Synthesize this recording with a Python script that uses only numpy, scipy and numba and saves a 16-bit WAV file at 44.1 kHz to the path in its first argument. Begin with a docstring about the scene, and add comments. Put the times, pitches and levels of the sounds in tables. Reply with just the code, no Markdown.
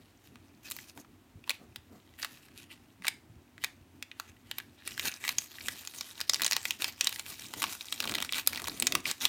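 """A faint low hum, then dry paper snaps: a small sachet is tipped, flexed and shaken over a glass bowl in a kitchen.
Creases buckle as bursts of damped modes, wrinkles tick at random, and the walls rub as gritty filtered noise.
The hand adds soft decaying tones and the flapping sides a low noise flutter.
Resonators and short noise tails make the bowl and room; the hum and hiss are shaped noise."""
import sys
import numpy as np
from scipy import signal
from scipy.fft import rfft, irfft, next_fast_len
from scipy.io import wavfile
from numba import njit

SR = 44100
rng = np.random.default_rng(int(sys.argv[2]) if len(sys.argv) > 2 else 0)


def to_wav(s):
    """Save 16-bit WAV."""
    ch = np.atleast_2d(s).T  # columns
    pcm = np.round(np.clip(ch, -1, 1) * 32767)  # PCM
    wavfile.write(sys.argv[1], SR, pcm.astype(np.int16))


N = 409248
TIME = np.arange(N) / SR
LOW_CUT_HZ, TOP_HZ = 690, 16300


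def undb(db):
    """Decibels to gain."""
    return 10 ** (np.asarray(db) / 20)


def unit(x):
    """Scale to rms 1."""
    return x / np.sqrt(np.mean(x ** 2) + 1e-20)


def colour(points, hz):
    """Spectrum gain, with dB interpolated over log frequency."""
    point_hz, point_db = np.transpose(points)
    log_hz = np.log(np.maximum(hz, 1))
    return undb(np.interp(log_hz, np.log(point_hz), point_db))


def shaped(x, points):
    """Give a signal a spectrum, at rms 1."""
    size = next_fast_len(N)
    gain = colour(points, np.fft.rfftfreq(size, 1 / SR))
    return unit(irfft(rfft(x, size) * gain, size)[:N])


def walk(rate_hz):
    """Random values joined by straight lines, rate_hz new ones a second, at rms 1."""
    values = rng.standard_normal(N // 10)
    return unit(np.interp(TIME * rate_hz, np.arange(N // 10), values))


def fade(t_s, t60_s):
    """Exponential decay by 60 dB in t60_s."""
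    return np.exp(-np.log(1000) * t_s / t60_s)


def add(out, start_s, sound):
    """Mix a sound in at a time."""
    i = int(np.clip(start_s * SR, 0, N - 1))
    out[i:i + len(sound)] += sound[:N - i]


def swell(top_s, half_s):
    """Gaussian rise and fall, down to 1/e at half_s from the top."""
    return np.exp(-((TIME - top_s) / half_s) ** 2)


def envelope(full_s, hold_s, attack_s=0.024, release_t60_s=0.071):
    """One finger move: linear attack ending at full_s, hold, exponential release."""
    t = TIME - full_s
    attack = np.clip(1 + t / attack_s, 0, 1)
    return attack * fade(np.clip(t - hold_s, 0, 1), release_t60_s)


# Spectrum of the paper modes in a crack. Each row: frequency in Hz, relative level in dB.
CRACK_SPECTRUM = [(300, -36), (600, -8.5), (1100, -3.5), (1500, -1), (2400, 4.5), (4300, 3.5), (6600, 1),
                  (9000, 1.5), (15000, -3.5)]


def buckle(facet_hz, facet_db, ring_ms, count=110, in_step=0.66, facet_q=4.65):
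    """One crease flips: dense, heavily damped paper modes, coloured by the facet they set ringing."""
    t = np.arange(SR // 36) / SR
    hz = (np.arange(count) + 3 + rng.random(count)) * TOP_HZ / (count + 3)
    octave = np.log2(hz / 4000)[:, None]
    # modes partly in step give the sharp front
    size = colour(CRACK_SPECTRUM, hz) * (in_step + rng.uniform(-0.96, 1, count))
    # bending waves: treble arrives first and dies soonest
    age_s = np.maximum(t - 0.0003 * 2 ** (-octave / 2), 0)
    t60_s = ring_ms / 1000 * 2 ** (-0.3 * octave)
    rise = 1 - np.exp(-age_s / (t60_s / 80))
    modes = np.sin(2 * np.pi * hz[:, None] * age_s) * rise * fade(age_s, t60_s)
    crack = size @ modes
    facet = signal.lfilter(*signal.iirpeak(facet_hz, facet_q, fs=SR), crack)
    sound = crack + undb(facet_db) * facet
    front_rms = np.sqrt(np.mean(sound[:SR // 200] ** 2))
    return sound / front_rms


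# Larger creases. Each row: time in seconds, level in dB, facet pitch in Hz, facet gain over the bare crack in dB.
CREASES = [(0.357, -52, 1300, 22), (0.7017, -41.0, 12980, 20), (0.712, -35.5, 12660, 13),
           (0.7186, -36, 13650, 8), (0.7655, -40.5, 14000, 12), (0.7876, -44, 1910, 30),
           (0.897, -52, 4860, 16), (0.9756, -45.5, 945, 19), (1.047, -56.5, 1120, 35),
           (1.44, -52.5, 2640, 21), (1.477, -46, 1050, 21), (1.495, -26, 3200, 3.5), (1.505, -29, 2550, 9),
           (1.513, -40, 2280, 11), (1.76, -39.5, 4240, 6), (2.219, -44, 3250, 4), (2.228, -35, 4700, 17),
           (2.232, -36, 1570, 20), (2.247, -32, 1390, 9), (2.3735, -56, 1780, 6), (2.485, -57, 1700, 17),
           (3.022, -48.5, 1920, 21), (3.046, -35.5, 1560, 33), (3.053, -37.5, 1150, 21),
           (3.0685, -32, 2680, 13), (3.081, -24.5, 2320, 11.5), (3.0821, -27, 9500, 15),
           (3.58, -48.5, 1670, 16), (3.6387, -30, 1720, 9.5), (3.6444, -27.5, 2510, -2),
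           (4.026, -36.5, 3030, 6), (4.115, -44, 2430, 36), (4.1989, -33.5, 1430, 10),
           (4.5132, -33.5, 2870, 7), (4.584, -32, 13310, 6.5), (4.601, -41, 1600, 26),
           (4.822, -54.5, 1710, 36), (4.876, -32.5, 10500, 1), (4.978, -35.5, 1650, 12),
           (4.9958, -29.5, 2070, 7), (5.0546, -32.5, 11740, 4), (5.073, -35, 2940, 12),
           (5.082, -34, 5950, 12), (5.1224, -42.5, 2530, 15), (5.14, -42, 5380, 13), (5.24, -35, 2100, 16),
           (5.2505, -34.5, 1960, 8), (5.2789, -29.5, 2010, 0), (5.2908, -26, 2100, 4),
           (5.3841, -22.5, 6600, 17.5), (5.5843, -43.0, 1850, 22), (5.6075, -45, 2230, 29),
           (5.6842, -27.5, 2150, 9.5), (5.85, -44.5, 9130, 8), (5.874, -36, 6860, 2),
           (6.0097, -33, 5400, 5), (6.2043, -35, 1200, -5), (6.2127, -29.5, 4650, 3),
           (6.296, -20, 5230, 16), (6.3347, -26.5, 6100, 11), (6.3443, -25.5, 5200, 13),
           (6.359, -36, 4080, 5), (6.397, -36.5, 1700, 14), (6.419, -25, 14000, 0), (6.4463, -25, 6250, 9),
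           (6.4641, -23.5, 8460, 6.5), (6.4785, -34, 5950, 10), (6.5113, -26.5, 6410, 10),
           (6.5218, -26.5, 2030, 9), (6.531, -25.5, 5200, 10), (6.5656, -24.5, 1950, 0),
           (6.654, -28.0, 2030, 9), (6.7075, -26, 2330, 5), (6.821, -28.5, 3590, 1),
           (6.8435, -26.5, 4770, 1), (7.01, -22, 5950, 10), (7.0445, -29.5, 7090, 22),
           (7.071, -22.5, 4180, 9), (7.093, -35, 13310, 10), (7.1259, -36, 2870, -2),
           (7.16, -38.5, 2070, 4), (7.1953, -33, 2010, -8), (7.5375, -35.5, 970, 16),
           (7.6203, -28.5, 1130, 11), (7.6282, -29, 8460, -3), (7.64, -25.5, 1060, 17),
           (7.809, -39, 3780, 19), (7.925, -29, 3700, 4.5), (8.0032, -27, 4040, -3), (8.0545, -36, 990, 17),
           (8.095, -32.5, 3090, 11), (8.114, -37.5, 6410, 10), (8.149, -33.0, 1870, 8),
           (8.1528, -28.5, 1940, 6), (8.203, -34.5, 3220, 6), (8.2247, -29.0, 3420, 2),
           (8.248, -37, 1570, 6), (8.292, -35.5, 2530, 24), (8.324, -30.5, 2530, 0),
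           (8.334, -31.5, 3350, 14), (8.345, -33.5, 2680, 8), (8.3826, -31.5, 2050, 4),
           (8.474, -17, 11900, 16), (8.5317, -34.5, 2170, 10), (8.559, -38.5, 3170, 6),
           (8.576, -37.5, 1940, 24), (8.599, -38.5, 1240, 13), (8.642, -38, 1070, 10),
           (8.6735, -35, 950, 0), (8.683, -31, 1100, 7), (8.6968, -39, 4400, 18), (8.8, -25.5, 8680, 21),
           (8.824, -24, 13310, 5), (8.869, -21, 6960, 11), (8.873, -31, 2460, -3), (8.9227, -27, 2570, 18),
           (8.9521, -21.0, 1130, 7), (9.055, -28.5, 2290, 30), (9.113, -28.5, 8500, 3),
           (9.253, -19.5, 3300, 2.5)]


def snaps(lead_s=0.0003, give_db=-21, settle_db=-17, ring_ms=7.08):
    """Larger creases: each gives a little, flips, and settles."""
    out = np.zeros(N)
    for time_s, db, facet_hz, facet_db in CREASES:
        before_s, after_s, stretch = rng.uniform([0.0008, 0.002, 0.7], [0.003, 0.007, 1.4])
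        for lag_s, part_db in (-before_s, give_db), (0, 0), (after_s, settle_db):
            sound = buckle(facet_hz, facet_db, ring_ms * stretch)
            add(out, time_s - lead_s + lag_s, undb(db + part_db) * sound)
    return out


def crackle(strength, rate_hz=150, centre_hz=2500, facet_db=6, ring_ms=4.2, count=40):
    """Strain lets go at random instants and sizes, each time flipping one of many wrinkles."""
    wrinkles = [buckle(centre_hz * 2 ** rng.uniform(-1.06, 1), facet_db, ring_ms) for _ in range(count)]
    out = np.zeros(N)
    for time_s in np.cumsum(rng.exponential(1 / rate_hz, N // 80)):
        size_db = 5 * np.clip(rng.standard_normal(), -2, 2)
        if time_s < N / SR:
            add(out, time_s, wrinkles[rng.integers(count)] * undb(size_db))
    return unit(out) * strength


# Squeezes that raise a dense run of wrinkles. Each row: full strength at in seconds, hold in seconds, level in dB.
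SQUEEZE_MOVES = [(6.42, 0.048, -38.5), (8.04, 0.187, -40), (8.54, 0.167, -46), (9.075, 0.038, -40)]


def wrinkling(slide_db, slide_wrinkle_db=-11.5):
    """Wrinkle strength: squeezes, plus a share of the sliding."""
    squeezing = sum(undb(db) * envelope(full_s, hold_s) for full_s, hold_s, db in SQUEEZE_MOVES)
    return np.hypot(squeezing, undb(slide_db + slide_wrinkle_db))


# Light rustle between strokes, joined by straight lines. Each row: time in seconds, relative level in dB.
LIGHT_RUSTLE = [(0, -74), (1.2, -85), (2.4, -72), (3.4, -85.5), (4.8, -74), (4.9, -54.5), (7.3, -54.5),
                (8.8, -52), (9.28, -56.5)]
# Instants when the fingers stop between shakes. Each entry: time in seconds.
FINGER_RESTS = [5.19, 5.49, 6.26, 6.78, 6.954, 8.445, 9.02]


def contact(rest_half_s=0.013, rest_db=-11.5):
    """Strength of the light rustle, which sinks at each finger rest."""
    time_s, level_db = np.transpose(LIGHT_RUSTLE)
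    resting = sum(swell(s, rest_half_s) for s in FINGER_RESTS)
    return undb(np.interp(TIME, time_s, level_db) + rest_db * resting)


# Strokes of sliding paper and powder.
# Each row: full strength at in seconds, hold in seconds, relative level in dB, treble over body in dB.
SLIDE_STROKES = [(0.256, 0.015, -61.5, 4), (0.65, 0.036, -52, 4), (0.702, 0.2, -56, 14),
                 (0.971, 0.043, -60.5, 21), (1.48, 0.074, -60, -3), (2.2, 0.064, -52.5, 0.5),
                 (2.29, 0.17, -62.5, 2), (2.568, 0.067, -60, 2.5), (2.714, 0.022, -56.5, -3),
                 (3.053, 0.037, -48, -3), (3.618, 0.058, -59, 0), (4.174, 0.12, -64, -1),
                 (4.467, 0.16, -63, -2), (4.785, 0.02, -64, -13), (4.868, 0.018, -46, 5),
                 (5.03, 0.05, -39.5, 5.5), (5.24, 0.086, -45.5, 5), (5.41, 0.053, -53.5, 14),
                 (5.631, 0.19, -49.5, 9), (5.95, 0.037, -50, 10), (6.53, 0.049, -45.5, -8),
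                 (6.656, 0.04, -45, 6), (6.809, 0.084, -43, 0.5), (7.028, 0.053, -45, -6),
                 (7.282, 0.053, -44, 9), (7.391, 0.073, -50, 3), (7.578, 0.18, -45, 2),
                 (8.353, 0.043, -37, -0.5), (9.069, 0.046, -40.5, 0), (9.224, 0.038, -36.5, -2.5)]


def sliding(contact_bright_db=4.5):
    """Sliding level and brightness in dB; brightness is the power-weighted mean of all strokes."""
    power = contact() ** 2
    bright = power * contact_bright_db
    for full_s, hold_s, db, bright_db in SLIDE_STROKES:
        stroke = (undb(db) * envelope(full_s, hold_s)) ** 2
        power = power + stroke
        bright = bright + stroke * bright_db
    return 10 * np.log10(power), bright / power


def warp(x, spread_db=3.0, rate_hz=20, count=18):
    """As the sheet bends its resonances shift: each band swells and sinks on its own."""
    size = next_fast_len(N)
    spectrum = rfft(x, size)
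    edges_hz = np.geomspace(LOW_CUT_HZ, TOP_HZ, count)
    position = np.interp(np.fft.rfftfreq(size, 1 / SR), edges_hz, np.arange(count))
    out = np.zeros(N)
    for k in range(count):
        window = np.clip(1 - abs(position - k), 0, 1)
        band = irfft(spectrum * window, size)[:N]
        out += band * undb(spread_db * walk(rate_hz))
    return unit(out)


# Spectrum of the rubbing walls. Each row: frequency in Hz, relative level in dB.
RUB_SPECTRUM = [(350, -18), (700, 0.5), (1100, -2.5), (1500, 0), (2600, 2.5), (4000, 0.5), (6000, -1.5),
                (9000, -2.5), (15300, -4), (16200, -46)]


def rubbing(level_db, bright_db, grit_db=5, split_hz=5000, gain_db=-1, step_db=2.1):
    """Fibres and powder catch and slip thousands of times a second: gritty noise in body and treble."""
    grit = rng.standard_normal(N) * undb(grit_db * walk(2500))
    slips = warp(shaped(grit, RUB_SPECTRUM))
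    body = signal.sosfiltfilt(signal.butter(2, split_hz, fs=SR, output="sos"), slips)
    hiss = unit(slips - body) * undb(bright_db + walk(40))
    balanced = (unit(body) + hiss) / np.sqrt(1 + undb(2 * bright_db))
    # the walls slide in short, uneven steps
    return balanced * undb(level_db + gain_db + step_db * walk(70))


@njit
def resonance(x, hz, width_hz):
    """State-variable band-pass with a moving centre, gain 1 there."""
    y, band, low = np.empty(len(x)), 0., 0.
    for i in range(len(x)):
        g, k = np.tan(np.pi * hz[i] / SR), width_hz / hz[i]
        v = (band + g * (x[i] - low)) / (1 + g * (g + k))
        band, low, y[i] = 2 * v - band, low + 2 * g * v, k * v
    return y


# Air resonances of the open sachet. Each row: mean pitch in Hz, width in Hz, gain in dB.
POUCH_MODES = [(1810, 210, 3.5), (2740, 260, 3), (6600, 190, -6)]


def pouch(x, pours_until_s=5.3):
    """Air in the open sachet rings, shifting in pitch as it flexes, until it is pinched flat for shaking."""
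    x = x * envelope(0, pours_until_s)
    flex = np.exp(0.06 * walk(7))
    return sum(undb(db) * resonance(x, hz * flex, float(width_hz)) for hz, width_hz, db in POUCH_MODES)


# Flexes of the whole sachet that push air. Each row: top in seconds, half length in seconds, level in dB.
AIR_PUFFS = [(0.01, 0.042, -57.5), (0.989, 0.029, -54), (1.626, 0.029, -54.5), (1.948, 0.04, -53.5),
             (6.404, 0.054, -58), (7.577, 0.075, -55), (8.126, 0.11, -50.5), (8.65, 0.17, -55),
             (8.94, 0.13, -50.5)]


def flapping(slide_db, wrinkle_strength, slide_flap_db=-17.5, wrinkle_flap_db=-20):
    """Flap strength: rounded puffs, plus shares of the sliding and wrinkling."""
    puffing = sum(undb(db) * swell(top_s, half_s) for top_s, half_s, db in AIR_PUFFS)
    return puffing + undb(slide_db + slide_flap_db) + undb(wrinkle_flap_db) * wrinkle_strength


# Spectrum of the flapping sides. 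Each row: frequency in Hz, relative level in dB.
FLEX_SPECTRUM = [(50, -13), (100, -7), (170, -8), (260, -0.5), (380, -6), (560, -15), (720, -9), (850, -30),
                 (1150, -17), (2200, -37)]


def flutter(strength, flicker_db=3.0):
    """The broad sides flap and push air: low noise of flickering level."""
    return shaped(rng.standard_normal(N), FLEX_SPECTRUM) * strength * undb(flicker_db * walk(35))


# Soft bumps of the hand. Each row: time in seconds, level in dB, pitch in Hz.
HAND_BUMPS = [(1.354, -43, 100), (1.782, -51, 81), (2.999, -49, 185), (3.298, -46, 110), (3.361, -47, 82),
              (3.809, -49, 85), (8.646, -45, 83), (8.825, -35.5, 244)]


def bumps(push_s=0.0012, t60_s=0.15, overtone_db=-7):
    """Dull knocks as the hand jerks: a decaying tone and an overtone at sqrt(2) times its pitch."""
    out, t = np.zeros(N), np.arange(SR // 4) / SR
    shape = (1 - np.exp(-t / push_s)) * fade(t, t60_s)
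    for time_s, db, hz in HAND_BUMPS:
        phase = 2 * np.pi * hz * t
        ring = np.sin(phase) + undb(overtone_db) * np.sin(np.sqrt(2) * phase)
        add(out, time_s, undb(db) * ring * shape)
    return out


# Resonances between hand, sachet and bowl. Each row: pitch in Hz, width in Hz.
HOLLOW_MODES = [(1120, 58), (2480, 150), (3900, 1200)]


def hollow(x, db):
    """Air between hand, sachet and bowl rings briefly at a few pitches."""
    ringing = sum(signal.lfilter(*signal.iirpeak(hz, hz / width_hz, fs=SR), x) for hz, width_hz in HOLLOW_MODES)
    return undb(db) * ringing


def echoes(x, t60_s, db, dull_hz, delay_s):
    """Dense reflections, slightly late and dulled: convolution with a decaying noise tail."""
    t = np.arange(SR // 2) / SR
    tail = rng.standard_normal(len(t)) * fade(t, t60_s) * (t > delay_s)
    tail = signal.sosfilt(signal.butter(1, dull_hz, fs=SR, output="sos"), tail)
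    return undb(db) * signal.fftconvolve(x, tail / np.linalg.norm(tail))[:N]


# Spectrum of the kitchen background. Each row: frequency in Hz, relative level in dB.
KITCHEN_SPECTRUM = [(25, -74), (52, -1), (68, -9.5), (86, 4), (125, -3), (190, -8), (240, 0), (340, -4),
                    (480, -16.5), (720, -15), (1400, -20), (2600, -22), (5000, -29), (16000, -32.5)]


def kitchen(level_db=-60.5, waver_db=2.3):
    """Low, wavering appliance drone and faint hiss, both from shaped noise."""
    air = shaped(rng.standard_normal(N), KITCHEN_SPECTRUM) * undb(level_db)
    drone = signal.sosfiltfilt(signal.butter(2, 450, fs=SR, output="sos"), air)
    return air + drone * (undb(waver_db * walk(13)) - 1)


def scene():
    """Finger motion drives the close paper sounds; bowl, walls and kitchen surround them."""
    slide_db, bright_db = sliding()
    wrinkle_strength = wrinkling(slide_db)
    # lone wrinkles tick in step with the light rustle level
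    strays = crackle(contact() * undb(-2.5), rate_hz=48, centre_hz=3200, facet_db=15)
    rustle = crackle(wrinkle_strength) + strays + rubbing(slide_db, bright_db)
    # so small a sheet radiates almost no bass
    bass_cut = signal.butter(3, LOW_CUT_HZ, "high", fs=SR, output="sos")
    paper = signal.sosfilt(bass_cut, snaps() + rustle + pouch(rustle))
    flaps = flutter(flapping(slide_db, wrinkle_strength))
    bowl = echoes(paper, t60_s=0.022, db=-12, dull_hz=7600, delay_s=0.001577) + hollow(paper, db=-5.5)
    walls = echoes(paper, t60_s=0.26, db=-17, dull_hz=5800, delay_s=0.0014)
    return (paper + flaps + bumps() + bowl + walls + kitchen())[None]


def record(dry, notch_hz=10400, notch_q=9, notch_depth=0.24):
    """The microphone port carves a narrow treble dip; deep bass and the extreme top are cut."""
    notched = signal.lfilter(*signal.iirnotch(notch_hz, notch_q, fs=SR), dry)
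    heard = dry + notch_depth * (notched - dry)
    heard = signal.sosfilt(signal.butter(4, 45, "high", fs=SR, output="sos"), heard)
    return signal.sosfilt(signal.ellip(10, 0.2, 70, TOP_HZ, fs=SR, output="sos"), heard)


dry = scene()
out = record(dry)
to_wav(out)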